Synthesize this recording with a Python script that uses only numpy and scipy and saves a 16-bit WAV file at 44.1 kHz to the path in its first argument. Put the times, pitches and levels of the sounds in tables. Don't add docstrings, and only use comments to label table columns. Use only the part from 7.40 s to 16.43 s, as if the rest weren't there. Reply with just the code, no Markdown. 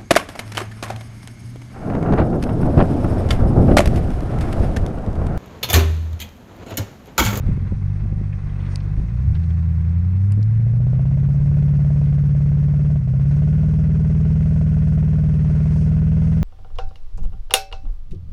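import sys
import numpy as np
from scipy import signal
from scipy.io import wavfile
from scipy.ndimage import uniform_filter1d

SR = 44100
rng = np.random.default_rng(int(sys.argv[2]) if len(sys.argv) > 2 else 0)


def ratio(d):
    e = np.asarray(d, float) / 20
    return 10 ** e


def int16_out(signal):
    q = np.round(np.clip(np.atleast_2d(signal).T, -1, 1) * 32767)
    wavfile.write(sys.argv[1], SR, q.astype(np.int16))


N = 398223

# (t/s, firing rate f/Hz)
SPEED = [(0.0, 43.63), (0.69, 51.26), (1.31, 47.0), (1.56, 51.3), (1.75, 58.35), (2.0, 82.93), (2.4, 81.17),
         (2.6, 86.46), (3.14, 111.43), (3.3, 115.43), (3.68, 135.11), (4.16, 144.22), (5.01, 143.15),
         (5.43, 146.21), (6.25, 154.74), (7.01, 155.7), (8.18, 151.94), (9.03, 161.89)]
LIFT_S, SAG_S, SAG_HZ = 5.56, .12, 19.2


def speed():
    since_lift = np.maximum(np.arange(N) / SR - LIFT_S, 0) / SAG_S
    return curves(SPEED)[0] - SAG_HZ * since_lift * np.exp(1 - since_lift)


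def crank():
    rate = speed() / 8
    return rate, np.cumsum(rate) / SR


# (t/s, level/dB)
EFFORT = [(0, -0.5), (.3, -5.5), (.5, -1), (.65, -5.5), (1.2, -3.5), (1.55, -2.5), (1.68, -7), (1.78, -2),
          (2.4, -1.5), (3, 1), (3.67, -0.5), (4.2, 1.5), (5.57, .5), (5.62, -5), (5.7, -1), (5.9, 1.5),
          (6.34, -.5), (9.03, 0)]


def effort():
    return curves(EFFORT)[0]


# (f/Hz, level/dB)
OUTLET = [(45, -26.5), (62, -17.5), (100, -15), (160, -17), (210, -30), (250, -52.5), (490, -55.5),
          (600, -37)]
VALVE_TONES = [-0.5, -7, -9.5, -15]
BUZZ_HZ, BUZZ_WIDTH_HZ, BUZZ_DB = 236, 8, -44


def firing():
    rate, charge_db = speed(), effort()
    firings = 8 * crank()[1]
    leads = [.218, -.18, .44, -.02]
    near = np.exp(-((5 * rate - BUZZ_HZ) / BUZZ_WIDTH_HZ) ** 2)
    out = ratio(BUZZ_DB) * near * np.cos(10 * np.pi * firings)
    for k, (valve_db, lead) in enumerate(zip(VALVE_TONES, leads), start=1):
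        level = ratio(valve_db + curves(OUTLET, k * rate)[0] + charge_db)
        out += np.sqrt(2) * level * np.cos(2 * np.pi * (k * firings + lead))
    return out


# (f/Hz, sharpness)
PIPE = [(41.5, 3.4), (105.5, 6.5), (180.5, 6.7)]
ECHO, ECHO_S = .487, .014


def pipe(hz, buzz):
    out = -hz ** 2 * (1 + ECHO * np.exp(-2j * np.pi * hz * ECHO_S))
    for f, sharp in PIPE:
        out = out / (1 - (hz / f) ** 2 + 1j * hz / f / sharp)
    panel = 1 + 2.0 * buzz * np.exp(-((hz - 244) / 15) ** 2)
    return out * panel / (1 + (hz / 262) ** 16)


PANEL_HZ = (139, 147)


def unevenness(cylinders, late, hurry):
    rate, cycles = crank()
    cycles = cycles + hurry * (np.maximum(rate, 16.7) - 17.3) / 8
    coarse_rate = rate[::64]
    buzz = np.interp(8 * coarse_rate, PANEL_HZ, [.2, 1.2])
    strength, lateness = np.transpose(cylinders)
    place = np.arange(8) + lateness + late
    out, power = np.zeros(N), np.zeros(N)
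    for k in [1, 2, 3, 4, 5, 6, 7, 9, 10, 11, 12, 13, 14]:
        share = np.sum(strength * np.exp(-2j * np.pi * k * place / 8))
        tone = share * np.repeat(pipe(k * coarse_rate, buzz), 64)[:N]
        out += (tone * np.exp(2j * np.pi * k * cycles)).real
        power += abs(tone) ** 2 / 2
    return out / np.sqrt(power)


HEALTHY = [(.92, 0), (1, -.07), (.85, .01), (1.27, .02), (1.07, -.1), (1, .006), (1.16, -.057), (.72, .026)]
# (firing rate f/Hz, unevenness level/dB)
UNEVEN = [(43, -25.5), (50, -42), (72, -18), (82, -25.5), (110, -33.5)]
DIES_S = 3.15


def healthy():
    level = ratio(curves(UNEVEN, speed())[0])
    return (1 - after(DIES_S, 0.072)) * level * unevenness(HEALTHY, late=2.77, hurry=0)


MISFIRING = [(1.5, 0), (1.26, .006), (-.65, -.117), (1.45, .176), (.69, -.007), (1.67, .014), (.94, .013),
             (1.12, .124)]
# (firing rate f/Hz, lope level/dB)
LOPE = [(105, -32.5), (112, -25), (120, -21), (135, -20), (145, -20.5), (155, -17.5)]
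FALTERS_S = 2.96


def lope():
    level = ratio(curves(LOPE, speed())[0] + .4 * effort())
    return after(FALTERS_S, .08) * level * unevenness(MISFIRING, late=1.27, hurry=.06)


# (firing rate f/Hz, pop level/dB, second pop level/dB against the first, rush level/dB)
MISFIRE = [(110, -37, -7.5, -69), (130, -29.5, -4, -48), (141, -37, -6, -55), (152.3, -34, 2, -45.5)]
# (place in the cycle [0-1], level/dB, ring f/Hz, t60/s)
POPS = [
    (.6, 3.5, 600, .014),
    (.79, -3, 420, .03),
    (.59, -4, 410, .025),
    (.8, -9, 345, .04),
    (.82, -5, 640, .015),
    (.06, -5, 520, .02),
    (.25, -10, 470, .025),
    (.37, -13, 520, .02),
]
# (f/Hz, level/dB per Hz)
POP_COLOUR = [(150, -24.5), (260, 8.5), (290, -21), (420, -2), (478, -12.5), (648, 0.5), (815, -31),
              (908, -10.5), (1150, -24), (1400, -21.5), (3500, -37.5), (4550, -62.5), (7700, -120)]
POP_EFFORT, RUSH_EFFORT = 2.6, 2.4


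def pops():
    pop_db, second_db, rush_db = curves(MISFIRE, speed())
    pop_db = pop_db + POP_EFFORT * effort()
    rush_db = rush_db + RUSH_EFFORT * effort()
    slams, t = np.zeros(N), np.arange(2500) / SR
    for k, (place, db, hz, t60) in enumerate(POPS):
        ring = ratio(db - 60 * t / t60) * np.sin(2 * np.pi * hz * t) * (1 - np.exp(-t / .0007))
        level = ratio(pop_db + second_db * (k in (1, 3)))
        slams += signal.oaconvolve(strikes(place, .0001, 1.2) * level, ring)[:N]
    flame = np.exp(-t / .0035) * (1 - np.exp(-t / .0004))
    sparks = strikes(.6, .0003, 1.2) + .25 * strikes(.81, .0005, 2.2)
    lit = signal.oaconvolve(sparks, flame)[:N]
    rush = ratio(rush_db) * coloured(lit * rng.standard_normal(N), POP_COLOUR)
    return after(DIES_S + 0.052, 0.28) * (1.42 * slams + rush)


# (tones a cycle, level/dB)
RASP = [(18, -53), (19, -54), (21, -57), (22, -53), (23, -54)]


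def rasp():
    cycles = crank()[1]
    up = np.interp(speed(), [135, 153], [0, 1])
    waver, out = lumps(.05), np.zeros(N)
    for k, db in RASP:
        level = ratio(db + 2 * np.roll(waver, 999 * k))
        out += level * np.sqrt(2) * np.cos(2 * np.pi * k * (cycles - .84))
    return up * out


# (f/Hz, level/dB)
WHINE = [(774, -59), (1178, -66), (345, -59)]


def whine():
    t = np.arange(N) / SR
    return sum(ratio(db - 1.3 * t + 1.5 * lumps(.08)) * np.sin(2 * np.pi * hz * t) for hz, db in WHINE)


# (firing rate f/Hz, roar level/dB, fine hiss level/dB against it)
ROAR = [(44.7, -55, -15.5), (84, -55.5, -16.5), (115, -57.5, -15.5), (151, -57, -10.5), (164, -54, -10)]
# (t/s, length/s, roar level/dB, hiss level/dB against it)
SPRAYS = [(.08, 0.52, 2.5, -3.5), (.8, 1, -0.5, -1), (1.24, 0.79, 4, -1.5), (1.33, 0.09, 0.5, 7),
          (2.03, 0.66, 2, 1.5), (5.92, 0.32, 2, -1), (6.8, .8, 1, -1), (8.2, 1, 4, -1.5),
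          (8.38, 0.26, -1.5, 6), (8.6, 0.48, -1, -0.5), (9.03, .4, -1, -0.5)]
# (f/Hz, level/dB per Hz)
ROAR_COLOUR = [(150, -31), (300, -0.5), (520, -9), (850, -13), (1040, -10.5), (1250, -13.5), (1500, -13),
               (1800, -14.5), (2080, -14), (2330, -18.5), (2570, -17.5), (2850, -27), (4300, -29),
               (8800, -67.5)]
# (f/Hz, level/dB per Hz)
HISS_COLOUR = [(1760, -31), (3000, -9.5), (3690, -15), (4300, -7), (5490, -3), (6400, -5), (7090, -10.5),
               (7400, -15), (8490, -9), (9000, -7), (9900, -15.5), (10700, -27.5), (11400, -39.5),
               (13300, -41.5), (14500, -47.5)]
# (f/Hz, level/dB per Hz)
GAS_COLOUR = [(1200, -21), (1450, 6), (1780, -11), (2064, -3.5), (2300, -16), (2500, -4.5), (3350, -12.5),
              (3650, -30.5)]
GAS_DB, ROAR_EFFORT = -13, 0.55


def roar():
    roar_db, hiss_db = np.add(curves(ROAR, speed()), swells(SPRAYS))
    roar_db = roar_db + ROAR_EFFORT * effort() * after(DIES_S, 0.69)
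    since_pop = (crank()[1] - .58) % 1
    surge = after(DIES_S, .3) * (1 - 2 * since_pop ** 2)
    gas_db = GAS_DB + curves(MISFIRE, speed())[2] + RUSH_EFFORT * effort()
    gas = after(DIES_S, 0.33) * (1 + .5 * surge) * coloured(rng.standard_normal(N), GAS_COLOUR)
    body = coloured(rng.standard_normal(N) * ratio(1.5 * lumps(0.0099)), ROAR_COLOUR)
    hiss = coloured(rng.standard_normal(N) * ratio(1.1 * lumps(0.025)), HISS_COLOUR)
    sand = (1 + 0.25 * surge) * body + ratio(hiss_db - 3.0) * (1 + 0.11 * surge) * hiss
    return ratio(roar_db + 5.5) * sand + ratio(gas_db) * gas


# (t/s, peak level/dB, centre f/Hz, width/Hz, t60/s)
TICKS = [(0.923, -40, 2200, 1200, .05), (1.091, -43.5, 2200, 2400, 0.044), (1.2, -42, 2300, 2400, 0.055),
         (1.25, -39, 1790, 2600, .03), (1.262, -42, 2200, 2780, 0.036), (1.341, -51, 8000, 4000, .005),
         (1.351, -49, 8500, 3000, .005), (1.358, -21, 5230, 2330, 0.0071), (1.3581, -27, 8450, 4600, 0.005),
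         (1.358, -33, 2830, 1200, .005), (1.3582, -41.5, 13500, 1980, 0.0035), (1.4, -42, 2600, 4000, .04),
         (1.945, -37.5, 2180, 3000, 0.061), (3.15, -48, 2140, 1600, .04), (2.035, -49, 3500, 3000, .03),
         (2.1, -43.5, 2320, 2210, 0.044), (2.919, -55, 8500, 7000, 0.0044),
         (2.9218, -33, 8100, 5400, 0.0069), (2.921, -43, 4620, 1000, .004),
         (2.922, -41, 2680, 1200, 0.0089), (3.0286, -35, 4930, 1810, 0.0038),
         (3.029, -50, 8500, 5000, .004), (3.03, -48, 2600, 1400, .006), (3.0335, -41.5, 6000, 7940, .005),
         (4.658, -43, 2210, 2500, 0.029)]


def ticks():
    out, t = np.zeros(N), np.arange(3000) / SR
    for s, db, hz, width, t60 in TICKS:
        band = signal.butter(4, [max(hz - width / 2, 300), hz + width / 2], "band", fs=SR)
        click = (t == 0) * (t60 < .009) * 4
        snap = click + rng.standard_normal(len(t)) * ratio(-60 * t / t60)
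        onset = np.minimum(t / t60 * 6 + (t60 < .02), 1)
        burst = signal.lfilter(*band, snap * onset)
        out[round(s * SR):][:len(t)] += ratio(db) * burst / abs(burst).max()
    return out


# (f/Hz, level/dB)
WIND_COLOUR = [(10, -14.5), (25, 1), (50, -4.5), (110, -3), (200, -13.5), (300, -33), (600, -44.5),
               (1200, -70)]
# (t/s, length/s, level/dB)
GUSTS = [
    (.1, 0.15, 12.5),
    (.29, 0.48, 4.5),
    (.54, 0.26, -2),
    (.66, 0.21, 6),
    (.8, 0.26, 7),
    (1.6, 0.27, 8.5),
    (1.92, 1, 5.5),
    (2.6, 0.65, 3.5),
    (3, 0.76, 7),
    (4, 1, 10),
]
# (t/s, peak level/dB)
THUMPS = [
    (0.035, -33),
    (0.088, -24),
    (0.174, -28.5),
    (0.321, -22.5),
    (0.653, -34),
    (0.724, -28.5),
    (0.813, -27),
    (1.597, -30),
    (2.975, -30),
    (2.991, -26.5),
]
BREEZE_DB, EASES_DB_PER_S, CALM_DB = -27, 3, -40.5


def wind():
    rumble = coloured(rng.standard_normal(N) * ratio(2.6 * lumps(0.018)), WIND_COLOUR)
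    breeze_db = np.maximum(BREEZE_DB - EASES_DB_PER_S * np.arange(N) / SR, CALM_DB)
    out = ratio(breeze_db + swells(GUSTS)[0]) * rumble
    t = np.arange(2600) / SR
    soft = signal.butter(4, 520, fs=SR)
    for s, db in THUMPS:
        push = np.sin(2 * np.pi * 190 * t) * np.exp(-t / 0.0053)
        flutter = 3 * rng.standard_normal(len(t)) * t / 0.0062 * np.exp(-t / 0.0031)
        puff = signal.lfilter(*soft, push + flutter)
        part = out[round(s * SR):][:len(t)]
        part += ratio(db + 10.5) * puff / abs(puff).max()
    return out


def evened(x):
    return x / np.sqrt(np.mean(x ** 2) + 1e-20)


def curves(rows, by=None):
    s, *columns = np.transpose(rows)
    control = np.arange(N) / SR if by is None else by
    return [np.interp(control, s, c) for c in columns]


def coloured(x, points):
    f, db = np.transpose(points)
    hz = abs(np.fft.fftfreq(8192, 1 / SR))
    log_gain = np.log(ratio(np.interp(np.log(hz + 1), np.log(f), db, -100, -100)))
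    taps = np.fft.ifft(np.exp(np.conj(signal.hilbert(log_gain)))).real[:4096]
    return evened(signal.oaconvolve(x, taps)[:N])


def lumps(width_s):
    size = round(width_s * SR)
    return evened(uniform_filter1d(uniform_filter1d(rng.standard_normal(N), size), size))


def strikes(place, jitter_s, spread_db):
    at = np.flatnonzero(np.diff(np.floor(crank()[1] - place)))
    luck = rng.standard_normal((len(at), 2))
    shift = (jitter_s * SR * luck[:, 0]).astype(int)
    out = np.zeros(N)
    out[np.clip(at + shift, 0, N - 1)] = ratio(spread_db * luck[:, 1])
    return out


def swells(rows):
    s, length, *db = np.transpose(rows)
    t = np.arange(0, N, 64)[:, None] / SR
    hump = np.cos(np.pi * np.clip((t - s) / length, -.5, .5)) ** 2
    return [np.repeat(hump @ d, 64)[:N] for d in db]


def after(s, rise_s):
    return np.clip((np.arange(N) / SR - s) / rise_s + .5, 0, 1)


def scene():
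    air = ratio(0.13 * lumps(0.0091))
    exhaust = (firing() + healthy() + lope()) * air
    vehicle = exhaust + pops() + rasp() + whine() + roar()
    return (vehicle + ticks() + wind())[None]


def low_pass(x):
    return signal.sosfilt(signal.butter(12, 14600, fs=SR, output="sos"), x)


EDGE_HZ, SHELF_HZ, SHELF_DB = 15500, 11000, -12


def record(dry):
    low, wide = (signal.firwin(255, hz, window=("kaiser", 7), fs=SR) for hz in (SHELF_HZ, EDGE_HZ))
    taps = low + ratio(SHELF_DB) * (wide - low)
    mix = signal.oaconvolve(dry, taps[None], "same")
    return low_pass(mix)


dry = scene()
out = record(dry)
int16_out(out)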